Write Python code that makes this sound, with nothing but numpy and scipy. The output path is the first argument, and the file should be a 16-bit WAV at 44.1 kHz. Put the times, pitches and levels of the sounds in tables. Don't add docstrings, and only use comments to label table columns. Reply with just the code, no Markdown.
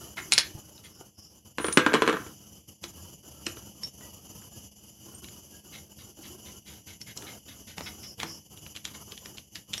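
import sys
import numpy as np
from scipy import signal
from scipy.fft import rfft, irfft
from scipy.io import wavfile
from scipy.ndimage import uniform_filter1d

SR = 44100
rng = np.random.default_rng(int(sys.argv[2]) if len(sys.argv) > 2 else 0)


def to_wav(sig):
    pcm = np.clip(np.atleast_2d(sig), -1, 1) * 32767
    pcm = np.round(pcm).astype(np.int16)
    wavfile.write(sys.argv[1], SR, pcm.T)


N = 432180
T = np.arange(2 ** 14) / SR
HZ = np.fft.rfftfreq(len(T), 1 / SR)


def amp(db):
    return 10 ** (np.asarray(db) / 20)


def unit(x):
    return x / np.sqrt(np.mean(x ** 2) + 1e-20)


def read(points, hz):
    point_hz, value = np.transpose(points)
    return np.interp(np.log(hz + 1), np.log(point_hz + 1), value)


def curve(rows):
    return np.interp(np.arange(N) / SR, *np.transpose(rows))


def add(mix, start_s, sound):
    part = mix[round(start_s * SR):][:len(sound)]
    part += sound[:len(part)]


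def hump(hz, centre_hz, octaves):
    return np.exp(-.5 * (np.log2((hz + 1) / centre_hz) / octaves) ** 2)


def noise(colour, size):
    spectrum = rfft(rng.standard_normal(size))
    return unit(irfft(spectrum * amp(read(colour, np.fft.rfftfreq(size, 1 / SR))), size))


def drift(rate_hz, size):
    f = np.fft.rfftfreq(size, 1 / SR)
    return unit(irfft(rfft(rng.standard_normal(size)) / (1 + (f / rate_hz) ** 4), size))


def causal(x, gain_db):
    log_gain = np.log(amp(np.r_[gain_db, gain_db[-2:0:-1]]))
    response = np.exp(np.conj(signal.hilbert(log_gain)))[:len(HZ)]
    return irfft(rfft(x) * response)


def by_attack(x, size=160):
    return x / np.sqrt(np.mean(x[:size] ** 2))


def dense_modes():
    return amp(4 * drift(900, size=len(HZ)))


def contact(pattern, echo_s, echo, chatter_s, chatter_db, ring_t60, ring_db):
    ring = unit(irfft(rfft(rng.standard_normal(len(T))) * pattern))
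    chatter = rng.standard_normal(len(T)) * amp(chatter_db) * np.exp(-T / chatter_s)
    x = chatter + ring * amp(ring_db - 60 * T / ring_t60)
    x[0] += 1
    x[round(echo_s * SR)] += echo
    return x


def patchy(x, depth_db):
    z = signal.stft(x, SR, nperseg=2048, noverlap=1536)[2]
    field = uniform_filter1d(rng.standard_normal(z.shape), size=5, axis=0)
    field = uniform_filter1d(field, size=8, axis=1)
    return signal.istft(z * amp(depth_db * unit(field)), SR, nperseg=2048, noverlap=1536)[1][:N]


def far(x, size=600):
    paths = rng.standard_normal(size) * (rng.random(size) < .02)
    paths = .4 * paths / (np.linalg.norm(paths) + 1e-9)
    paths[0] = 1
    return signal.oaconvolve(x, paths / np.linalg.norm(paths))[:N]


# pitch_hz, width_octaves, relative level_db, chirps_per_s, time of one chirp_s,
# chirp depth_db either way
CRICKET_CHORUSES = [(7014, 0.036, -3.5, 7.89, 4.285, 5.5), (6056, 0.086, -1, 2.7, 4.67, 1.5),
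                    (2957, 0.053, -5.5, 31, 1.5, 3)]


def crickets():
    t, hz, out = np.arange(N) / SR, np.fft.rfftfreq(N, 1 / SR), np.zeros(N)
    for pitch_hz, octaves, db, rate_hz, chirp_s, depth_db in CRICKET_CHORUSES:
        band = unit(irfft(rfft(rng.standard_normal(N)) * hump(hz, pitch_hz, octaves), N))
        throb = unit(amp(depth_db * np.cos(2 * np.pi * rate_hz * (t - chirp_s))))
        out += amp(db) * band * throb
    return out


# mean pitch_hz, mean level_db over the background
HUM_PARTIALS = [(205, -1.5), (312, -6)]


def hum():
    out = np.zeros(N)
    for hz, db in HUM_PARTIALS:
        level = amp(db + 1.8 * drift(0.95, size=N))
        turns = np.cumsum(hz + 5 * drift(25, size=N)) / SR
        out += level * np.sin(2 * np.pi * turns)
    return out


# time_s, hiss_crickets_and_hum_db, rumble_db
BACKGROUND_LEVELS = [(0, -53.5, -55.5), (.5, -54.5, -55.5), (.95, -60, -59.5), (1.5, -57, -56.5),
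                     (1.75, -55.5, -54.5), (2.7, -55.5, -55.5), (3.4, -54, -52), (4.3, -54, -53.5),
                     (4.9, -54, -55), (9.8, -55, -55.5)]
# frequency_hz, relative level_db
HISS_SPECTRUM = [(1500, -19), (2300, -13), (2950, 0.5), (3400, -6.5), (3950, -24.5), (4700, -1),
                 (5300, -1.5), (6000, -4), (6900, -1.5), (7600, -6), (8800, -18.5), (10200, -0.5),
                 (11700, 2), (15500, -26)]
# frequency_hz, relative level_db
RUMBLE_SPECTRUM = [(25, -30), (50, -5), (75, 9), (210, 1.5), (320, -7), (480, -7.5), (1000, -16),
                   (2000, -58.5), (5000, -70)]


def background(hiss_db=3.0, rumble_db=4, flicker_db=1.52):
    high_db, low_db = (curve(np.array(BACKGROUND_LEVELS)[:, [0, column]]) for column in (1, 2))
    outside = far(amp(hiss_db) * noise(HISS_SPECTRUM, size=N) + crickets())
    rumble = amp(rumble_db) * noise(RUMBLE_SPECTRUM, size=N)
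    flicker = amp(flicker_db * drift(30, size=N))
    return flicker * (amp(high_db) * (outside + hum()) + amp(low_db) * rumble)


# frequency_hz, t60_s
GARAGE_T60 = [(150, 0.21), (500, 0.19), (1500, 0.33), (4000, .24), (12000, 0.076)]


def garage(x, size=22050):
    signs, arrives = rng.choice([-1., 1.], size), rng.random(size) < 3000 / SR
    taps = signs * arrives * (np.arange(size) > .006 * SR)
    hz, t, z = signal.stft(taps, SR, nperseg=256)
    tail = signal.istft(z * amp(-60 * t / read(GARAGE_T60, hz)[:, None]), SR)[1]
    return signal.fftconvolve(x, tail / np.linalg.norm(tail))[:N]


# start_s, length_s, starting level_db
DRUM_PUSHES = [(0.0, 0.14, -50), (0.156, 0.44, -54.5), (.57, .53, -58), (1.168, 0.24, -59.5),
               (1.445, 0.074, -60), (1.612, 0.73, -51.5), (2.364, 0.23, -59), (2.673, 0.049, -59.5),
               (2.837, 0.3, -56), (3.228, 0.2, -55.5), (3.468, 0.23, -57), (3.744, .15, -58.5),
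               (3.977, 0.505, -56.5), (4.509, 0.154, -58.5), (4.776, 0.31, -62.5), (5.049, 0.15, -55.5),
               (5.215, 0.38, -57), (5.639, 0.29, -57), (6.01, .11, -58), (6.164, 0.43, -55.5),
               (6.676, .13, -56.5), (7.157, 0.22, -51), (7.453, 0.19, -56.5), (7.763, 0.37, -53),
               (8.175, 0.22, -54), (8.498, 0.23, -59), (8.849, .18, -53), (9.068, 0.074, -54),
               (9.204, .19, -57), (9.668, 0.17, -58.5)]
# frequency_hz, relative level_db
RUB_SPECTRUM = [(100, -21.5), (330, 9.5), (550, -1), (1300, -2), (2100, -19), (4000, -16.5), (9000, -18.5)]


def rubbing(grain_db=1.5, sag_db=-3, attack_s=0.011, release_s=0.0078):
    effort, t = np.zeros(N), np.arange(SR) / SR
    for start_s, length_s, db in DRUM_PUSHES:
        shape = np.minimum(t / attack_s, 1) * np.exp(-np.maximum(t - length_s, 0) / release_s)
        level_db = db + sag_db * np.minimum(t / length_s, 1)
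        add(effort, start_s, amp(level_db) * shape)
    rub = patchy(noise(RUB_SPECTRUM, size=N), depth_db=4.2)
    return effort * amp(grain_db * drift(45, size=N)) * rub


# start_s, band level_db, length_s
FRICTION_SWISHES = [(0.72, -54, 0.093), (0.901, -54, 0.12), (1.132, -48, 0.22), (7.806, -46.5, 0.11),
                    (7.99, -43.5, .18), (8.239, -43.5, .17)]


def swishes(centre_hz=5350, octaves=0.11):
    out = np.zeros(N)
    for start_s, db, length_s in FRICTION_SWISHES:
        band = unit(irfft(rfft(rng.standard_normal(len(T))) * hump(HZ, centre_hz, octaves)))
        swell = np.sin(np.pi * np.minimum(T / length_s, 1))
        add(out, start_s, amp(db) * band * swell)
    return out


# start_s, relative
# level_db, pitch_hz, fade_s
DULL_BUMPS = [(0.55, -34, 119, 0.0093), (2.842, -49, 345, 0.045), (3.467, -44.5, 344, 0.054),
              (7.783, -43, 175.4, .02), (8.232, -43.5, 330, 0.04), (8.234, -46.5, 167, 0.045)]


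def bumps():
    out = np.zeros(N)
    for start_s, db, hz, fade_s in DULL_BUMPS:
        add(out, start_s, amp(db) * 2 * np.exp(-T / fade_s) * np.sin(2 * np.pi * hz * T))
    return out


# start_s, mean pitch_hz, typical level_db, swell_s, fade_s
STEEL_SQUEAKS = [(.33, 9420, -17.5, 0.0047, 0.0056), (.379, 9400, -29.5, .004, 0.014),
                 (.845, 9450, -51, 0.0046, 0.014), (1.59, 9470, -35, 0.088, 0.027),
                 (1.725, 9400, -27.5, 0.0033, 0.018), (3.464, 5360, -29, 0.0012, 0.0043),
                 (3.464, 8340, -42, .002, 0.015), (3.833, 5453, -29.5, 0.0025, 0.017),
                 (3.833, 3720, -52, .003, 0.027), (3.833, 8285, -52, 0.0034, .02),
                 (4.02, 1950, -51.5, 0.011, 0.013), (5.143, 8670, -43.5, 0.0073, 0.023),
                 (4.518, 1680, -62.5, 0.028, .03), (5.518, 1640, -59.5, 0.029, .033),
                 (7.014, 5450, -39.5, 0.0015, 0.0096), (7.173, 5500, -39, 0.0017, 0.0071),
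                 (9.778, 5620, -40, 0.0046, .05), (9.778, 8500, -48, .004, .05)]


def squeaks(wander=.004, flutter_db=2):
    out = np.zeros(N)
    for start_s, hz, db, swell_s, fade_s in STEEL_SQUEAKS:
        turns = np.cumsum(hz * (1 + wander * drift(120, size=len(T)))) / SR
        shape = np.minimum(T / swell_s, 1) * np.exp(-np.maximum(T - swell_s, 0) / fade_s)
        level = amp(db + flutter_db * drift(70, size=len(T)))
        add(out, start_s, level * shape * np.sqrt(2) * np.sin(2 * np.pi * turns))
    return out


# start_s, noise level_db before the stroke shape, length_s
SPLINE_SCRAPES = [(0.168, -31.5, 0.049), (0.836, -49, 0.061), (5.721, -46, 0.083), (5.982, -50.5, 0.071),
                  (6.232, -46, 0.054), (6.453, -49, 0.07), (6.654, -48.5, 0.14), (6.867, -47.5, 0.092),
                  (7.064, -45.5, 0.08), (7.26, -44.5, .072), (7.475, -47.5, 0.079), (7.67, -47.5, 0.09),
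                  (7.858, -39.5, 0.042), (8.029, -46.5, 0.047), (8.207, -39, .042), (8.864, -46, 0.047),
                  (8.936, -46.5, 0.033), (9.557, -45.5, 0.031)]


def scrapes(grain_db=3, focus_db=22, octaves=0.99, modes_db=2,
            usual_hz=2800, usual_db=-47, octaves_per_db=.035):
    out, modes = np.zeros(N), modes_db * drift(400, size=len(HZ))
    for start_s, db, length_s in SPLINE_SCRAPES:
        u = T / length_s
        hz = usual_hz * 2 ** (octaves_per_db * (usual_db - db))
        stroke = (1 - np.exp(-10 * u)) * np.exp(-u ** 2 * 2)
        slips = rng.standard_normal(len(T)) * amp(grain_db * drift(440, size=len(T)))
        colour_db = modes + focus_db * hump(HZ, hz, octaves) - 6 * np.log2(1 + HZ / 5000)
        add(out, start_s, amp(db) * stroke * unit(causal(slips, colour_db)))
    return out


# start_s, attack level_db, main resonance_hz, bass weight_db
EDGE_CLICKS = [(0.3218, -16.5, 8100, -32), (0.322, -17.5, 4450, 14), (0.3285, -19, 3950, 12),
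               (0.336, -17.5, 4300, -26), (0.3797, -11.5, 4670, 4), (0.3853, -15.5, 4260, -1),
               (0.393, -25, 3870, 5), (0.3997, -27, 3970, 2), (0.4074, -32, 3880, -5),
               (0.779, -46, 3930, -4), (1.011, -42, 776, 60), (1.727, -31, 6500, 0),
               (2.84, -32.5, 5200, 14), (3.4667, -26, 2640, 0), (3.834, -35, 5320, -13),
               (3.847, -44, 5450, 1), (3.874, -47.5, 5450, 3), (5.2438, -41, 3100, -4),
               (5.286, -45, 3100, 6), (7.015, -38, 5540, -14), (7.174, -34, 6800, -57),
               (7.7813, -32.5, 770, 24), (7.8084, -34, 860, 41), (8.201, -30.5, 3260, 15),
               (8.232, -27.5, 1020, 26.5), (8.5745, -44.5, 3200, -5), (8.6647, -40.5, 3100, 22),
               (8.753, -41.5, 3000, 13), (8.763, -35, 3140, 4.5), (8.7715, -40, 3000, 11),
               (8.8526, -29, 3210, -13), (9.121, -36.5, 3160, -14), (9.177, -38.5, 3040, -7),
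               (9.2586, -38, 5300, 20), (9.373, -42.5, 4600, -17.5), (9.3829, -37, 2960, 2),
               (9.5566, -34.5, 4530, -4), (9.7342, -30, 3050, -16), (9.7386, -25.5, 3140, -17),
               (9.7451, -38, 3500, 12), (9.779, -33.5, 5600, 9)]
# frequency_hz, relative level_db
CLICK_SPECTRUM = [(30, -53), (100, -27), (300, -15), (900, -7), (2400, 4), (4500, 2), (7000, -0.5),
                  (9000, -12.5), (12000, -17), (15500, -32.5)]


def clicks(focus_db=8, octaves=0.19, bass_hz=1200, slide_db=-9, slide_s=0.0061):
    out, pattern = np.zeros(N), dense_modes()
    for start_s, db, hz, weight_db in EDGE_CLICKS:
        skid_db = 0.31 * max(-5 - db, 0)
        hit = contact(pattern ** .5, echo_s=0.001189, echo=0.22, chatter_s=0.0019,
                      chatter_db=skid_db - 18.5, ring_t60=0.095, ring_db=skid_db - 35)
        focus = focus_db * hump(HZ, hz, octaves)
        colour_db = read(CLICK_SPECTRUM, HZ) + focus + weight_db / (1 + (HZ / bass_hz) ** 2)
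        add(out, start_s, amp(db) * by_attack(causal(hit, colour_db)))
        slide = unit(causal(rng.standard_normal(len(T)), colour_db)) * np.exp(-T / slide_s)
        slide = slide[:SR // 20][::-1]
        slide_level = amp(min(db + slide_db, -40))
        add(out, start_s - len(slide) / SR, slide_level * slide)
    return out


# start_s, level_db of the attack, brightness_db
PLATE_CLUNKS = [(1.5837, -25, 2), (1.6, -31.5, -26), (1.6446, -21.5, -8), (1.667, -36.5, 27),
                (1.6842, -24.5, -6), (1.773, -6, 5), (1.779, -25, -17), (1.864, -13.5, -4.5),
                (1.922, -26.5, -32), (1.9336, -25, 6), (1.9391, -13, -0.5), (1.945, -19, 3),
                (1.953, -18.5, -14), (2.0213, -13.5, -5), (2.065, -32, 6), (2.077, -17, -2),
                (2.088, -22, -13), (2.096, -21, -1.5), (2.1281, -26.5, -5), (2.141, -26, -25),
                (2.169, -30.5, -7), (2.219, -48, -4), (2.265, -42, -3), (2.838, -43, 25), (3.468, -34.5, 0),
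                (3.5704, -42.5, 0), (4.009, -51, 4), (4.42, -50.5, -4), (7.223, -42.5, 24),
                (7.781, -51, -24), (8.2305, -35, -10)]
# frequency_hz, relative level_db
CLUNK_SPECTRUM = [(25, -75), (60, -40.5), (115, -25), (165, -3), (215, -1.5), (310, 7), (460, 2.5),
                  (700, -11), (1050, -2.5), (1350, 1.5), (2000, -4.5), (3300, -11), (5000, -19.5),
                  (9000, -24), (15500, -54)]
# frequency_hz, relative level_db, t60_s
RINGING_MODES = [(308.3, -2, 0.17), (454, -2, 0.16), (505, -10.5, 0.39), (650, -11, .16),
                 (1036, 4.5, 0.044), (1165, -8.5, 0.11), (1329, -5, 0.2), (1604, -16.5, 0.51),
                 (1682, -21.5, 0.06), (2120, -20.5, 0.083), (2880, -22.5, .16), (3320, -8.5, 0.072)]


def clunks(modes_db=-8, treble_hz=2500):
    out, pattern = np.zeros(N), dense_modes()
    hz, mode_db, t60 = np.transpose(RINGING_MODES)[:, :, None]
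    for start_s, db, bright_db in PLATE_CLUNKS:
        hit = contact(pattern, echo_s=.0012, echo=.5, chatter_s=.0032, chatter_db=-17,
                      ring_t60=.11, ring_db=-25)
        shelf_db = bright_db * HZ ** 2 / (HZ ** 2 + treble_hz ** 2)
        hit = by_attack(causal(hit, read(CLUNK_SPECTRUM, HZ) + shelf_db))
        share = rng.uniform(0.4, 1, hz.shape) * rng.choice([-1, 1], hz.shape)
        ring = (share * amp(mode_db - 60 * T / t60) * np.sin(2 * np.pi * hz * T)).sum(0)
        add(out, start_s, amp(db) * (hit + amp(modes_db) * ring))
    return signal.sosfilt(signal.butter(2, 80, "high", fs=SR, output="sos"), out)


def scene(side_db=-13):
    heavy = clunks() + bumps()
    sharp = clicks() + squeaks()
    light = sharp + patchy(scrapes(), depth_db=2.5) + swishes()
    reverberation = garage(amp(-12) * heavy + amp(-13) * light)
    mid = heavy + light + reverberation + rubbing() + background()
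    treble = signal.sosfiltfilt(signal.butter(2, 6000, "high", fs=SR, output="sos"), sharp)
    side = amp(side_db) * signal.hilbert(treble).imag
    return np.array([mid + side, mid - side])


def suppress(x, listen_hz=(700, 2200), listen_s=0.018, threshold_db=-63.5, shut_db_per_s=241,
             deepest_db=-14):
    listen = signal.butter(4, listen_hz, "band", fs=SR, output="sos")
    band = signal.sosfiltfilt(listen, x.mean(0))
    level_db = 10 * np.log10(abs(uniform_filter1d(band ** 2, round(listen_s * SR))) + 1e-14)
    gain_db = -20 * np.log10(1 + amp(threshold_db - level_db) ** 2)
    open_db = np.maximum(gain_db, deepest_db)
    fall = np.arange(N) / SR * shut_db_per_s
    return x * amp(np.maximum.accumulate(open_db + fall) - fall)


def record(dry, edge_hz=15850):
    dry = dry / (1 + (dry / .95) ** 6) ** (1 / 6)
    low_pass = signal.firwin(511, edge_hz, window=("kaiser", 9), fs=SR)
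    return signal.oaconvolve(suppress(dry), low_pass[None], "same", axes=1)


dry = scene()
out = record(dry)
to_wav(out)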